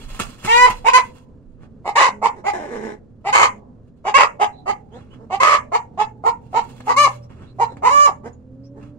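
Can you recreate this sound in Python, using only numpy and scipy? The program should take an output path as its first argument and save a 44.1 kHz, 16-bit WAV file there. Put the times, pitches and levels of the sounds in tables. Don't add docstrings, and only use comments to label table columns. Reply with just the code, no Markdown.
import sys
import numpy as np
from scipy import signal
from scipy.fft import rfft, irfft, next_fast_len
from scipy.io import wavfile
from scipy.ndimage import uniform_filter1d, map_coordinates

SR = 44100
rng = np.random.default_rng(int(sys.argv[2]) if len(sys.argv) > 2 else 0)


def unload_wav(signal):
    wavfile.write(
        sys.argv[1],
        SR,
        np.round(np.clip(np.atleast_2d(signal).T, -1, 1) * 32767).astype(np.int16),
    )


N = 396018
TIME = np.arange(N) / SR
TOP_HZ = 15600

# f/Hz, gain/dB
RUMBLE_SPECTRUM = [(25, -5), (60, -6), (125, -2), (170, -6.5), (250, -2), (320, -15.5), (480, -14),
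                   (750, -29.5), (1100, -35.5), (1800, -42), (3200, -50.5), (7000, -53.5), (15000, -80.5)]
# t/s, firing rate/Hz, level/dB
ENGINE_COURSE = [(0, 43.38, -54), (2.2, 42.64, -57.5), (3.3, 35.66, -50.5), (4.2, 34.84, -55),
                 (5, 39.38, -48.5), (6.3, 40.38, -46.5), (7.5, 40.55, -45), (8.98, 41.33, -44.5)]
# harmonic number, relative level/dB
ENGINE_HARMONICS = [(2, -7), (3, -1), (4, -14), (5, -15), (6, -15.5)]
# t/s, duration/s, start f/Hz, end f/Hz, level/dB
MOTORBIKE_SURGES = [(2.052, 0.28, 198.4, 215.6, -41.5), (3.46, 0.21, 205.2, 207, -45),
                    (6.649, 0.51, 227.8, 270, -43.5), (7.596, 0.47, 259.6, 290, -46.5),
                    (8.249, 0.92, 231.8, 297, -45)]
# t/s, duration/s, start f/Hz, end f/Hz, level/dB
CHIRPS = [(4.509, 0.13, 3840, 3980, -59.5), (7.67, 0.069, 3890, 3790, -61),
          (4.909, 0.074, 2860, 4150, -55.5), (4.912, 0.056, 6160, 7510, -69),
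          (5.099, 0.054, 2870, 3200, -54.5), (7.22, 0.035, 4980, 6100, -59),
          (7.458, 0.061, 3740, 4140, -59.5), (8.327, 0.013, 7500, 6440, -52.5),
          (8.63, 0.052, 4940, 5650, -60.5)]
# t/s, duration/s, level/dB
WING_GUSTS = [(.06, 0.2, -34), (.46, 0.21, -37), (.69, 0.1, -38.5), (.8, .33, -51), (1.48, 0.13, -44)]
# t/s, duration/s, level/dB
RUSTLE_BOUTS = [(0, .26, -46), (.25, 0.92, -54), (.43, 0.26, -42.5), (6.55, 0.63, -52.5)]
# f/Hz, gain/dB
RUSTLE_SPECTRUM = [(200, -5), (700, 6.5), (1500, 0), (3000, -3), (5000, -12.5), (7200, -5.5),
                   (10000, -16.5), (15500, -27)]
# t/s, level/dB, rise/s, decay/s
WING_STROKES = [(.198, -18.5, 0.0035, .016), (.45, -21.5, .008, .014), (.702, -19, 0.0023, .01),
                (1.636, -38.5, 0.028, .02), (4.99, -39.5, 0.048, .055), (5.14, -40.5, 0.039, 0.031),
                (6.805, -29.5, .002, 0.0032), (7.301, -37.5, 0.0045, 0.049), (7.431, -36.5, 0.056, 0.046),
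                (7.77, -35.5, .003, 0.012), (8.83, -36.5, 0.019, 0.038)]
# f/Hz, gain/dB
STROKE_SPECTRUM = [(40, -9.5), (130, 8.5), (300, 0), (900, 0.5), (1500, -1.5), (2700, -5), (4500, -18),
                   (7500, -8.5), (11000, -24.5), (15500, -32)]
# f/Hz, bandwidth/Hz, gain/dB
WINDPIPE_FORMANTS = [(2085, 420, 4.5), (2380, 80, -2), (3040, 320, 3.5), (4010, 370, 10), (4700, 180, 5),
                     (4975, 340, 3), (5350, 220, 3), (6100, 240, -0.5), (7120, 1200, 5.5)]
# f/Hz, gain/dB
BEAK_OPEN = [(150, -32.5), (450, -5), (650, -8), (900, -1.5), (1250, -3.5), (1500, -17.5), (2200, -14.5),
             (2900, -23.5), (3500, -38), (4300, -25), (7400, -23.5), (8700, -33.5), (10000, -33.5),
             (12000, -50.5), (15500, -53)]
# f/Hz, gain/dB
BEAK_SHUT = [(120, -25.5), (215, 6.5), (400, 5), (620, 0.5), (820, 11), (1200, -5.5), (1800, -8.5),
             (2700, -30), (3800, -33), (4600, -30), (5300, -22.5), (5900, -22), (7300, -21.5), (15000, -50)]
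# t/s, duration/s, f/Hz, roughness, level/dB, brightness (1.5-3.5 kHz share)/dB
CLUCK_CALLS = [(.84, .063, 495.4, .35, -9.5, -5), (1.841, .066, 425.5, 0.6, -22, -6),
               (2.213, .061, 492, .6, -11.5, -8.5), (2.436, .068, 412.4, .25, -17, -5),
               (3.24, .064, 415, 0.3, -18, -5), (4.039, .066, 418.3, 0.4, -17.5, -7),
               (4.39, .058, 453.8, 0.5, -12, -8), (4.654, .062, 415.6, 0.4, -18, -8),
               (5.295, .065, 400, .3, -19, -8.5), (5.713, 0.0586, 459.2, 0.4, -13.5, -9.5),
               (5.97, .064, 444, 0.29, -15, -11.5), (6.233, 0.0642, 484.3, 0.3, -11.5, -17),
               (6.525, .073, 473.7, .4, -12.5, -13), (6.862, 0.063, 489, 0.59, -12, -10.5),
               (7.582, .062, 472.5, 0.3, -12, -16), (7.818, .078, 494.5, .35, -9.5, -11)]
# t/s, duration/s, f/Hz, roughness, level before trim/dB, brightness/dB
MUTTER_CALLS = [(2.33, .08, 216.8, .9, -39.5, -8), (4.91, .075, 250, 0.22, -35.5, -15),
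                (5.17, .085, 233.6, 0.54, -42.5, -21), (7.68, 0.055, 250, 0.93, -38.5, -13),
                (8.228, .055, 237.7, 0.57, -29, -10.5), (8.74, 0.063, 226, 0.49, -41.5, -16)]
# fraction of duration, pitch ratio, added roughness, level/dB, brightness/dB
CLUCK_CONTOUR = [(0, .7, .4, -22.5, -13), (.25, .85, 0.35, -9, -9), (.48, 0.94, 0.072, -2.5, -3.5),
                 (.75, 1.01, 0.083, 1.5, -6), (1, .95, 0.21, -5.5, -2)]
# t/s, duration/s, top f/Hz, scoop time/s, final sag as a fraction of pitch, time to break/s,
# roughness of the rasp, level/dB, swell/dB, 1.5-3.5 kHz share/dB, treble share/dB
SQUAWK_CALLS = [(0.469, 0.22, 504.9, .07, .03, .196, .9, -9.5, 8, -6.5, -20.5),
                (.927, 0.074, 509.5, .008, 0.046, .05, 0.82, -6, 2, -6, -17),
                (1.951, 0.14, 529, .012, .12, .006, 0.9, -8, -1, -6, -17.5),
                (3.322, 0.15, 559.5, .018, .17, .018, 1.1, -9, 1.5, -4.5, -16.5),
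                (4.137, 0.12, 563, .009, .15, .036, .9, -6.5, -1, -5.5, -20),
                (5.397, 0.18, 581.6, .022, 0.15, .016, .85, -9, -2.5, -6.5, -20),
                (6.959, 0.12, 588.6, .014, 0.26, .1, 0.8, -8, 2, -10, -18),
                (7.889, 0.21, 584.2, 0.021, .38, .18, .85, -12, 6.5, -15, -22)]
# delay/s, gain
EARLY_ECHOES = [
    [(.0031, 0.13), (.0068, -0.18)],
    [(.0042, -.2), (.0087, 0.21)],
]
# f/Hz, T60/s, level/dB
COOP_REVERB = [(250, 0.078, -5), (500, 0.79, -13.5), (953, 0.15, -6), (2000, 0.19, -9), (4060, 0.058, 0.5),
               (8100, 0.2, -10)]
# f/Hz, gain/dB
PORT_CONTRAST = [(100, -1), (400, -5), (700, -1), (1250, -4), (2300, 1), (4400, -7), (6500, 12),
                 (9000, -7.5), (15000, -11)]


def undb(db):
    return 10 ** (np.asarray(db) / 20)


def unit(x):
    return x / np.sqrt(np.mean(x ** 2) + 1e-20)


def curves(rows, t):
    s, *columns = np.transpose(rows)
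    return [np.interp(t, np.sort(s), c) for c in columns]


def colour(x, points, depth=1):
    size = next_fast_len(x.shape[-1] + 1024)
    hz, db = np.transpose(points)
    f = np.maximum(np.arange(size // 2 + 1) * SR / size, 1)
    gain = undb(depth * np.interp(np.log(f), np.log(hz), db))
    return irfft(rfft(x, size) * gain, size)[..., :x.shape[-1]]


def band(x, lo_hz, hi_hz, order=3):
    sos = signal.butter(order, [lo_hz, min(hi_hz, .48 * SR)], "band", fs=SR, output="sos")
    return signal.sosfilt(sos, x)


def wander(t, rate):
    knots = rng.standard_normal(4096)
    return map_coordinates(knots, [(t - t[0]) * rate], order=3, mode="wrap")


def stereo_noise(spread):
    mid, side = rng.standard_normal((2, N))
    return mid + spread * side * np.array([[1], [-1]])


def bouts(rows, attack_s, release_s):
    gain = np.zeros(N)
    for s, length, db in rows:
        before, after = np.maximum(s - TIME, 0), np.maximum(TIME - s - length, 0)
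        gain += undb(db) * np.exp(-before / attack_s - after / release_s)
    return gain


def during(s, length, release_s=.007):
    return TIME[int(s * SR):int((s + length + release_s) * SR)]


def motorbike(octave_db=-8):
    out = np.zeros(N)
    for s, length, start_hz, end_hz, db in MOTORBIKE_SURGES:
        span = (TIME > s) & (TIME < s + length)
        t = TIME[span]
        turn = np.pi * (t - s) / length
        hz = (start_hz + (end_hz - start_hz) * np.sin(turn / 2)) * (1 + .0063 * wander(t, 27))
        phase = 2 * np.pi * np.cumsum(hz) / SR
        octave = undb(octave_db + 2.5 * wander(t, 8)) * np.sin(2 * phase)
        out[span] += unit(np.sin(phase) + octave) * undb(db) * np.sin(turn)
    return out


def traffic(rumble_db=-45.5):
    hz, db = curves(ENGINE_COURSE, TIME)
    phase = 2 * np.pi * np.cumsum(hz * (1 + .008 * wander(TIME, 9.7))) / SR
    engine = sum(undb(d + 3.3 * wander(TIME, 5.4)) * np.sin(k * phase) for k, d in ENGINE_HARMONICS)
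    rumble = unit(colour(stereo_noise(.35), RUMBLE_SPECTRUM)) * undb(rumble_db + 1.4 * wander(TIME, 10))
    return unit(engine) * undb(db) + motorbike() + rumble


def peeps():
    out = np.zeros(N)
    for s, length, start_hz, end_hz, db in CHIRPS:
        u = np.linspace(0, 1, int(length * SR))
        hz = (start_hz + (end_hz - start_hz) * u) * (1 + .041 * wander(u * length, 600))
        phase = 2 * np.pi * np.cumsum(hz) / SR
        out[int(s * SR):][:len(u)] += undb(db) * np.sin(np.pi * u) * np.sin(phase)
    return out


def coop(x, build_s=.015):
    t = TIME[:SR // 2]
    out = []
    for port, echoes in zip(x, EARLY_ECHOES):
        response = np.zeros(len(t))
        for hz, t60, db in COOP_REVERB:
            ring = band(rng.standard_normal(len(t)), hz / np.sqrt(2), hz * np.sqrt(2))
            ring *= np.exp(-np.log(1000) * t / t60) * np.minimum(t / build_s, 1)
            response += undb(db) * unit(ring) * np.sqrt(np.sqrt(2) * hz / SR / len(t))
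        response[0] += 1
        for delay, gain in echoes:
            response[int(delay * SR)] += gain
        out.append(signal.fftconvolve(port, response)[:N])
    return np.array(out)


def scatter(x, fade_s=.0039, right_lag_s=.00011, cavity_hz=1000, cavity_q=4):
    t = TIME[:700]
    response = band(rng.standard_normal((2, len(t))) * np.exp(-t / fade_s), 1900, 16000, order=2)
    response /= np.sqrt(np.sum(response ** 2, axis=1, keepdims=True))
    response[0, 0] += 1
    response[1, int(right_lag_s * SR)] += 1
    _, poles = signal.iirpeak(cavity_hz * 2 ** rng.uniform(-.54, .58), cavity_q, fs=SR)
    response[0] = signal.lfilter(poles[::-1], poles, response[0])
    return signal.fftconvolve(x[None], response)[:, :len(x)] / np.sqrt(2)


def draught():
    buffeting = unit(band(stereo_noise(.5), 19, 38, order=2))
    return buffeting * bouts(WING_GUSTS, attack_s=.025, release_s=.04)


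def feathers(flutter_db=4, grain_db=4, resting_db=-77):
    grains = rng.standard_normal(N) * undb(flutter_db * wander(TIME, 43) + grain_db * wander(TIME, 900))
    motion = bouts(RUSTLE_BOUTS, attack_s=.046, release_s=.03) + undb(resting_db)
    return unit(colour(grains, RUSTLE_SPECTRUM)) * motion


def wings(grain_db=4, soft_db=-37, hard_db=-20.5, soft_db_per_octave=-5):
    out = np.zeros(N)
    for s, db, rise, decay in WING_STROKES:
        tilt = np.interp(db, [soft_db, hard_db], [soft_db_per_octave, 0])
        span = (TIME > s - .1) & (TIME < s + .15)
        t = TIME[span] - s
        quills = rng.standard_normal(len(t)) * undb(grain_db * wander(t, 700))
        slap = unit(colour(quills, [(hz, d + tilt * np.log2(hz)) for hz, d in STROKE_SPECTRUM]))
        out[span] += slap * undb(db) * np.exp(-np.maximum(-t / rise, t / decay))
    return out


def syrinx(t, hz, rough, jitter=.08, lurch=.05, shimmer=.7, rasp=.54, rasp_floor=.012, dispersion=.35):
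    stumble = rough * (jitter * wander(t, 380) + lurch * wander(t, 90))
    pitch = hz * (1 + stumble + .0022 * wander(t, 70))
    phase = 2 * np.pi * np.cumsum(pitch) / SR
    k = np.arange(1, int(TOP_HZ / hz.min()) + 1)[:, None]
    weight = np.where(k == 2, undb(14 - 4 * rough), 1) * (k * pitch < TOP_HZ)
    pulses = unit((weight * np.cos(k * phase - dispersion * k ** 2)).sum(0))
    pulses *= np.exp(shimmer * rough * wander(t, 520))
    air = rng.standard_normal(len(t)) * (1 + np.cos(phase))
    return pulses + (rasp * rough ** 2 + rasp_floor) * air


def throat(beak):
    hz = np.geomspace(100, 16000, 400)
    beak_hz, beak_db = np.transpose(beak)
    broad_db = np.interp(np.log(hz), np.log(beak_hz), beak_db)
    formant_db = sum(db / (1 + (2 * (hz - f) / width) ** 2) for f, width, db in WINDPIPE_FORMANTS)
    return np.transpose([hz, broad_db + formant_db])


def add_call(out, call, beak, trim_db=0, edge_s=.007, shake_db=1.5):
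    t, hz, rough, db, mid_db, treble_db = call
    start = round(t[0] * SR)
    rough = np.clip(rough, 0, 1.3)
    voice = scatter(colour(syrinx(t, hz, rough), throat(beak)))
    body = colour(voice, [(1400, 0), (1800, -60)])
    treble = colour(voice, [(3300, -60), (3900, 0)])
    gate = np.clip(np.minimum(t - t[0], t[-1] - t) / edge_s, 0, 1) ** 1.5
    db = db + trim_db + shake_db * rough * wander(t, 110)
    for part, share_db in ((body, 0), (voice - body - treble, mid_db), (treble, treble_db)):
        rms = np.sqrt(uniform_filter1d(np.mean(part ** 2, axis=0), size=800) + 1e-12)
        out[:, start:start + len(t)] += part / rms * undb(db + share_db) * gate


def groan(s=2.53, length=.42, slide_s=.135, slide_hz=(382, 270), growl_hz=217.5,
          level_db=-32, push_db=6.5, push_s=.04, release_db=-11, release_s=.036,
          rough=.8, mid_db=-10, treble_db=-24):
    t = during(s, length)
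    age = t - s
    effort = wander(t, 28)
    hz = np.interp(age, [0, slide_s], slide_hz, right=growl_hz) * (1 + .028 * effort)
    push = np.exp(-(age / push_s) ** 2)
    fade = np.clip(1 + (age - length) / release_s, 0, 1)
    db = level_db + push_db * push + 2 * effort + release_db * fade
    return t, hz, rough, db, mid_db, treble_db


def cluck(s, length, hz, rough, db, bright_db):
    t = during(s, length)
    ratio, extra_rough, arch_db, open_db = curves(CLUCK_CONTOUR, (t - s) / length)
    treble_db = -15.5 + .55 * bright_db
    return t, hz * ratio, rough + extra_rough, db + arch_db, bright_db + open_db, treble_db + open_db


def squawk(s, length, top_hz, scoop_s, sag, clean_s, rasp, db, swell_db, mid_db, treble_db,
           scoop=.17, onset_db=-21.5, break_s=.003, break_db=-3, sag_s=.052,
           release_s=.036, release_db=-11, closing_db=-4):
    t = during(s, length)
    age = t - s
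    onset = np.exp(-age / (.0063 + .079 * scoop_s))
    broken = (1 + np.tanh((age - clean_s) / break_s)) / 2
    droop = np.clip(1 + (age - length) / sag_s, 0, 1)
    fade = np.clip(1 + (age - length) / release_s, 0, 1)
    lurch = .055 * broken * wander(t, 55)
    hz = top_hz * (1 - scoop * np.exp(-age / scoop_s) - sag * droop ** 2 + lurch)
    flicker = 1 + .2 * wander(t, 40)
    rough = .054 + .4 * onset + rasp * broken * flicker
    level_db = db + swell_db * (age / length - .5) + onset_db * onset + break_db * broken
    level_db += release_db * fade
    return t, hz, rough, level_db, mid_db + closing_db * fade, treble_db + closing_db * fade


def rooster():
    out = np.zeros((2, N))
    for row in CLUCK_CALLS:
        add_call(out, cluck(*row), BEAK_OPEN)
    for row in SQUAWK_CALLS:
        add_call(out, squawk(*row), BEAK_OPEN)
    add_call(out, groan(), BEAK_SHUT)
    for row in MUTTER_CALLS:
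        add_call(out, cluck(*row), BEAK_SHUT, trim_db=-2)
    return out


def scene():
    return coop(rooster() + scatter(wings() + feathers() + peeps())) + draught() + traffic()


def suppress(x, threshold_db=-69, depth_db=-5):
    treble = colour(x, [(1200, -40), (2000, 0)])
    power = uniform_filter1d(np.mean(treble ** 2, axis=0), size=1000)
    shut = 1 / (1 + (power / undb(threshold_db) ** 2) ** 2)
    return x - treble * shut * (1 - undb(depth_db))


def record(dry, knee=6.1):
    left = colour(dry[0], PORT_CONTRAST, depth=.33)
    right = colour(dry[1], PORT_CONTRAST, depth=-.55)
    x = suppress(np.array([left, right]))
    x = x / (1 + np.abs(x) ** knee) ** (1 / knee)
    return signal.sosfilt(signal.ellip(8, .2, 70, TOP_HZ, fs=SR, output="sos"), x)


dry = scene()
out = record(dry)
unload_wav(out)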